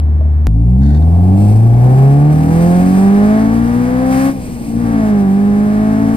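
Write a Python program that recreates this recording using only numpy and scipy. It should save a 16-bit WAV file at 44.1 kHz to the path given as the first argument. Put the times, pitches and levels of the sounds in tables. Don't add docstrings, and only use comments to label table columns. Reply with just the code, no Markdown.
import sys
import numpy as np
from scipy import signal
from scipy.fft import rfft, irfft, next_fast_len
from scipy.io import wavfile
from scipy.ndimage import uniform_filter1d, minimum_filter1d

SR = 44100
rng = np.random.default_rng(int(sys.argv[2]) if len(sys.argv) > 2 else 0)


def master_out(mix):
    frames = np.transpose(np.atleast_2d(mix))
    ceiling = np.clip(frames, -1, 1)
    pcm = np.round(ceiling * 32767).astype(np.int16)
    wavfile.write(sys.argv[1], SR, pcm)


N = 271656

# time_s, firing_hz
REVS = [(0.47, 51.9), (0.6, 56), (1.0, 77), (1.6, 111), (2.2, 144.5), (3.0, 192.3), (3.8, 244.3),
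        (4.0, 256.2), (4.33, 273.5), (4.42, 251.9), (4.7, 225.9), (4.8, 238.2), (5.28, 192.5), (5.4, 201),
        (6.16, 222.7)]
# time_s, load_db
LOAD = [(0.55, -1.5), (0.8, -1), (1.42, -0.5), (1.66, -3.5), (1.9, 2.5), (3.3, 0.5), (3.65, -1.5),
        (4.25, 0.5), (5.0, -3), (5.4, -5.5), (6.16, -3)]
# firing_hz, gain_db
BOOM_RESPONSE = [(52, -11), (82, -7.5), (98, -8.5), (110, -5), (150, -4), (165, -9), (205, -7),
                 (224, -11.5), (256, -14.5), (266, -12), (288, -10)]
# centre_hz, width_hz, gain_db
OVERTONE_MODES = [(124, 64, -11), (197.6, 45, -10), (293.2, 24, -16), (341, 62, -24.5), (407.6, 55, -20.5),
                  (512, 66, -21.5), (643.3, 49.6, -19), (790.3, 37, -20.5)]
# centre_hz, width_hz, gain_db
CABIN_MODES = [(59, 7.8, -5.5), (81.5, 14, -5), (117.3, 22.3, -3.5), (205.3, 140, -3.5), (207, 29, -7.5),
               (279.2, 22.5, 6), (368.6, 21.6, -2), (423, 14.5, -2.5), (508, 22.6, -6.5), (675, 260, -9.5),
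               (778, 23, -7), (865, 160, -17.5)]
# multiple_of_cycle_rate, level_db
CYCLE_LINES = [(1, 2), (2, 4.5), (3, 2), (5, 2.5), (6, -1.5), (7, 0)]
# start_s, length_s, relative_db
SHUDDERS = [(2.32, 0.19, -1), (2.8, 0.13, -4.5), (4.32, 0.065, 6.5), (5.8, 0.29, -9.5)]
# centre_hz, width_hz, gain_db
BAY_MODES = [(1125, 230, 6.5), (1306, 70, 0.5), (1618, 590, 4), (2227, 120, -3), (2260, 1180, -12.5),
             (3520, 9700, -20.5), (4920, 340, -19)]
# centre_hz, width_hz, gain_db
INTAKE_MODES = [(2340, 960, 3), (4860, 500, -5.5), (5570, 4800, -4.5), (8630, 1800, -3),
                (10020, 1500, -2.5), (13400, 3000, -6.5)]
# frequency_hz, relative_db
ROAD_SPECTRUM = [(15, -11.5), (30, -12), (60, -5), (120, -9.5), (250, -6), (400, -17), (800, -24),
                 (1500, -42.5), (4000, -56)]
# time_s, level_db
ROAD_LEVEL = [(.55, -30.5), (1.5, -20.5), (2.5, -23.5), (6.16, -25.5)]
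# start_s, level_db
KNOCKS = [(.209, -34), (.252, -41.5)]
# pitch_hz, gain_db, t60_s
KNOCK_MODES = [(630, 10.5, 0.12), (820, -13, 0.043), (1090, -1.5, 0.06)]
# start_s, length_s, level_db
BUZZES = [(.8, .17, -44), (1.0, 0.025, -44)]
# centre_hz, width_hz, gain_db
PANEL_MODES = [(1530, 170, 3.5), (1820, 300, 0.5), (3660, 180, -2), (4350, 500, -8), (5000, 5900, -14.5)]
# start_s, length_s, level_db
WHISTLES = [(1.35, 0.2, -47), (2.3, 0.72, -47), (4.39, .3, -47.5)]
# centre_hz, width_hz, gain_db
WHISTLE_MODES = [(4350, 350, -5.5), (8400, 1200, -2)]
# frequency_hz, left_lead_rad
STEREO_PHASE = [(0, 0.17), (200, 0.38), (400, 0.87), (950, 1.64), (2000, 4.11), (4400, 7.17),
                (15300, 20.83)]
# frequency_hz, left_minus_right_db
STEREO_BALANCE = [(60, 1), (120, 1), (175, -2.5), (208, -2.3), (235, 5), (300, 2.5), (600, 1), (1300, 2),
                  (2400, -1), (8000, 0)]

CRUISE_HZ, JUMP_S = 75.1, .4697
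SHUT_S, SHUT_TAKES_S = 4.295, .042
REOPEN_S, REOPEN_TAKES_S = 4.647, .13
BITE_S, BITE_TAKES_S = 4.7, .17
TIME_S = np.arange(N) / SR


def undb(db):
    return 10 ** (np.asarray(db) / 20)


def unit(x):
    return x / np.sqrt(np.mean(x ** 2))


def curve(rows):
    return np.interp(TIME_S, *np.transpose(rows))


def walk(rate_hz):
    k = max(int(SR / rate_hz), 2)
    return 1.125 * uniform_filter1d(np.repeat(rng.standard_normal(N // k + 1), k), k)[:N]


def ramp(start_s, takes_s):
    return np.clip((TIME_S - start_s) / takes_s, 0, 1)


def swells(rows, attack_s, release_s):
    return sum(undb(db) * ramp(s, attack_s) * np.exp(-np.maximum(TIME_S - s - length, 0) / release_s)
               for s, length, db in rows)


def shape(points):
    hz, db = np.transpose(points)
    return lambda f: undb(np.interp(np.log(f + 1), np.log(hz), db))


def resonant(modes):
    grid = np.geomspace(10, SR / 2, num=2000)
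    power = sum(undb(db) ** 2 / (1 + (2 * (grid - hz) / width) ** 2) ** 2 for hz, width, db in modes)
    return lambda f: np.interp(f, grid, np.sqrt(power))


def filtered(x, response):
    size = next_fast_len(N + 8192)
    return irfft(rfft(x, size) * response(np.fft.rfftfreq(size, 1 / SR)), size)[..., :N]


def from_front(x):
    lag = lambda f: np.exp(-1j * np.interp(f, *np.transpose(STEREO_PHASE)))
    return np.array([x, filtered(x, lag)])


def noise_field(response, diffuse_db):
    direct, left, right = (unit(filtered(rng.standard_normal(N), response)) for _ in range(3))
    return unit(from_front(direct) + undb(diffuse_db) * np.array([left, right]))


def after_cruise(steady, pulling):
    return np.where(TIME_S < JUMP_S, steady, pulling)


def growth(hz, knee_hz, power):
    return -10 * np.log10(1 + (knee_hz / hz) ** power)


def gear_dip(depth_db, back_s=BITE_S, takes_s=BITE_TAKES_S):
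    return depth_db * (ramp(back_s, takes_s) - ramp(SHUT_S, SHUT_TAKES_S))


def line(cycle, order, flutter):
    phase = order * cycle + order ** 2 * np.pi / 48
    return np.sqrt(2) * ((1 + flutter * walk(45)) * np.sin(phase) + flutter * walk(45) * np.cos(phase))


def exhaust(cycle, hz, cabin):
    next_gear = undb(-2.5 * ramp(REOPEN_S, REOPEN_TAKES_S))
    boom = shape(BOOM_RESPONSE)(hz) * next_gear * line(cycle, order=4, flutter=.05)
    ring = resonant(OVERTONE_MODES)
    overtones = ring(2 * hz) * line(cycle, order=8, flutter=.13)
    overtones += undb(-2.5) * ring(3 * hz) * line(cycle, order=12, flutter=.11)
    lugging = undb(-25) / (1 + (hz / 105) ** 6)
    overtones += lugging * sum(cabin(k * hz / 4) * line(cycle, k, flutter=.15) * (16 / k) ** 2
                               for k in (16, 20, 24))
    return boom + undb(after_cruise(-13, 1.08 * curve(LOAD))) * overtones


def throb(cycle, hz, cabin):
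    body = lambda f: cabin(f) / (1 + (f / 330) ** 8)
    lines = sum(undb(db) * body(k * hz / 4) * line(cycle, k, flutter=.15) for k, db in CYCLE_LINES)
    shudder = 1 + swells(SHUDDERS, attack_s=.018, release_s=.014)
    level_db = -21 + growth(hz, knee_hz=118, power=1.5) + .34 * curve(LOAD)
    return undb(level_db) * shudder * lines


def rasp(cycle, hz, between_db, count):
    k = np.arange(count)
    firing = (k % 4 == 0) & (k > 12)
    between = (k % 4 != 0) * (k > 8) * np.where(k % 2, undb(-2.5), 1)
    angles = np.linspace(0, 2 * np.pi, 8192, endpoint=False)

    def periodic(gains):
        pattern = irfft(gains * np.exp(2j * np.pi * rng.random(count)), len(angles))
        return np.interp(cycle, angles, pattern, period=2 * np.pi)
    share = undb(between_db)
    return np.sqrt(hz / (1 + 2 * share ** 2)) * (periodic(firing) + share * periodic(between))


def pulsation(cycle, depth):
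    return unit(np.exp(depth * np.cos(4 * cycle)))


def reflections(x, t60_s):
    t = np.arange(SR // 8) / SR
    tail = rng.standard_normal((2, len(t))) * np.exp(-np.log(1000) * t / t60_s)
    reflected = unit(signal.fftconvolve(x[None], tail, axes=1)[:, :N])
    return filtered(reflected, lambda f: 1 / (1 + (f / 900) ** 6))


def radiate(orders, cycle, response, noise_db):
    tones = filtered(orders, response)
    room = undb(-2) * reflections(tones, t60_s=.09)
    gas = undb(noise_db) * pulsation(cycle, depth=.2) * noise_field(response, diffuse_db=12)
    return unit(unit(from_front(tones)) + room + gas)


def combustion_roar(cycle, hz, cabin):
    level_db = -23 + growth(hz, knee_hz=96, power=8.2) + curve(LOAD) + gear_dip(depth_db=16)
    bulkhead = lambda f: cabin(f) * f ** 2 / (f ** 2 + 230 ** 2)
    orders = rasp(cycle, hz, between_db=-7, count=100)
    return undb(after_cruise(-43.5, level_db)) * radiate(orders, cycle, bulkhead, noise_db=-5)


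def valve_clatter(cycle, hz, rush_db):
    level_db = -29.5 + growth(hz, knee_hz=165, power=5.8) + .99 * curve(LOAD)
    level_db += .3 * rush_db + gear_dip(depth_db=15.5)
    level_db += 2.6 * np.exp(-((hz - 213) / 11.2) ** 2)
    orders = rasp(cycle, hz, between_db=-5, count=240)
    return undb(after_cruise(-47, level_db)) * radiate(orders, cycle, resonant(BAY_MODES), noise_db=-4)


def intake_hiss(cycle, hz, air, rush_db):
    level_db = -41.5 + growth(hz, knee_hz=122, power=5.6) + .72 * curve(LOAD)
    level_db += rush_db + gear_dip(depth_db=6)
    return undb(after_cruise(-83, level_db) + 1.4 * walk(36)) * pulsation(cycle, depth=.15) * air


def road_rumble():
    return undb(curve(ROAD_LEVEL) + .4 * walk(6)) * noise_field(shape(ROAD_SPECTRUM), diffuse_db=-8)


def knocks():
    out = np.zeros(N)
    for start_s, level_db in KNOCKS:
        age = np.clip(TIME_S - start_s, 0, 1)
        for hz, gain_db, t60_s in KNOCK_MODES:
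            decay = np.exp(-np.log(1000) * age / t60_s)
            out += undb(level_db + gain_db) * np.sin(2 * np.pi * hz * age) * decay
    return from_front(out)


def click(level_db, decay_s):
    age = TIME_S - JUMP_S
    return -undb(level_db) * (age >= 0) * np.exp(-np.clip(age / decay_s, 0, 50))


def trim_buzz(cycle):
    envelope = swells(BUZZES, attack_s=.03, release_s=.015) * undb(1.8 * walk(70))
    return envelope * pulsation(cycle, depth=.4) * noise_field(resonant(PANEL_MODES), diffuse_db=5)


def intake_whistle(air):
    whistling = undb(-1) * noise_field(resonant(WHISTLE_MODES), diffuse_db=-8)
    envelope = swells(WHISTLES, attack_s=.03, release_s=.07) * undb(1.7 * walk(27))
    return envelope * (whistling + air)


def limit(x, window):
    gain = np.minimum(1, .96 / (np.abs(x).max(axis=0) + 1e-9))
    held = minimum_filter1d(gain, 2 * window)
    return x * uniform_filter1d(uniform_filter1d(held, window), window)


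def scene():
    hz = after_cruise(CRUISE_HZ, curve(REVS))
    wander = 1 + .002 * walk(40) + .002 * walk(9)
    cycle = np.pi / 2 * np.cumsum(hz * wander) / SR
    cabin = resonant(CABIN_MODES)
    rush_db = 10.9 * (ramp(4.1, takes_s=.026) - ramp(4.22, takes_s=.21))
    boom_db = after_cruise(-1.5, gear_dip(depth_db=14, back_s=REOPEN_S, takes_s=REOPEN_TAKES_S))
    boom = from_front(undb(boom_db) * (exhaust(cycle, hz, cabin) + throb(cycle, hz, cabin)))
    engine = boom + combustion_roar(cycle, hz, cabin) + valve_clatter(cycle, hz, rush_db)
    air = noise_field(resonant(INTAKE_MODES), diffuse_db=-2.5)
    intake = intake_hiss(cycle, hz, air, rush_db) + intake_whistle(air)
    interior = knocks() + trim_buzz(cycle)
    return engine + intake + interior + road_rumble() + click(level_db=-4.5, decay_s=.0018)


def record(dry):
    balance = shape(STEREO_BALANCE)
    heard = filtered(dry, lambda f: np.array([balance(f) ** .5, balance(f) ** -.5]))
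    low_pass = signal.ellip(8, .2, 70, 15400, fs=SR, output="sos")
    return signal.sosfilt(low_pass, limit(heard, window=400))


dry = scene()
out = record(dry)
master_out(out)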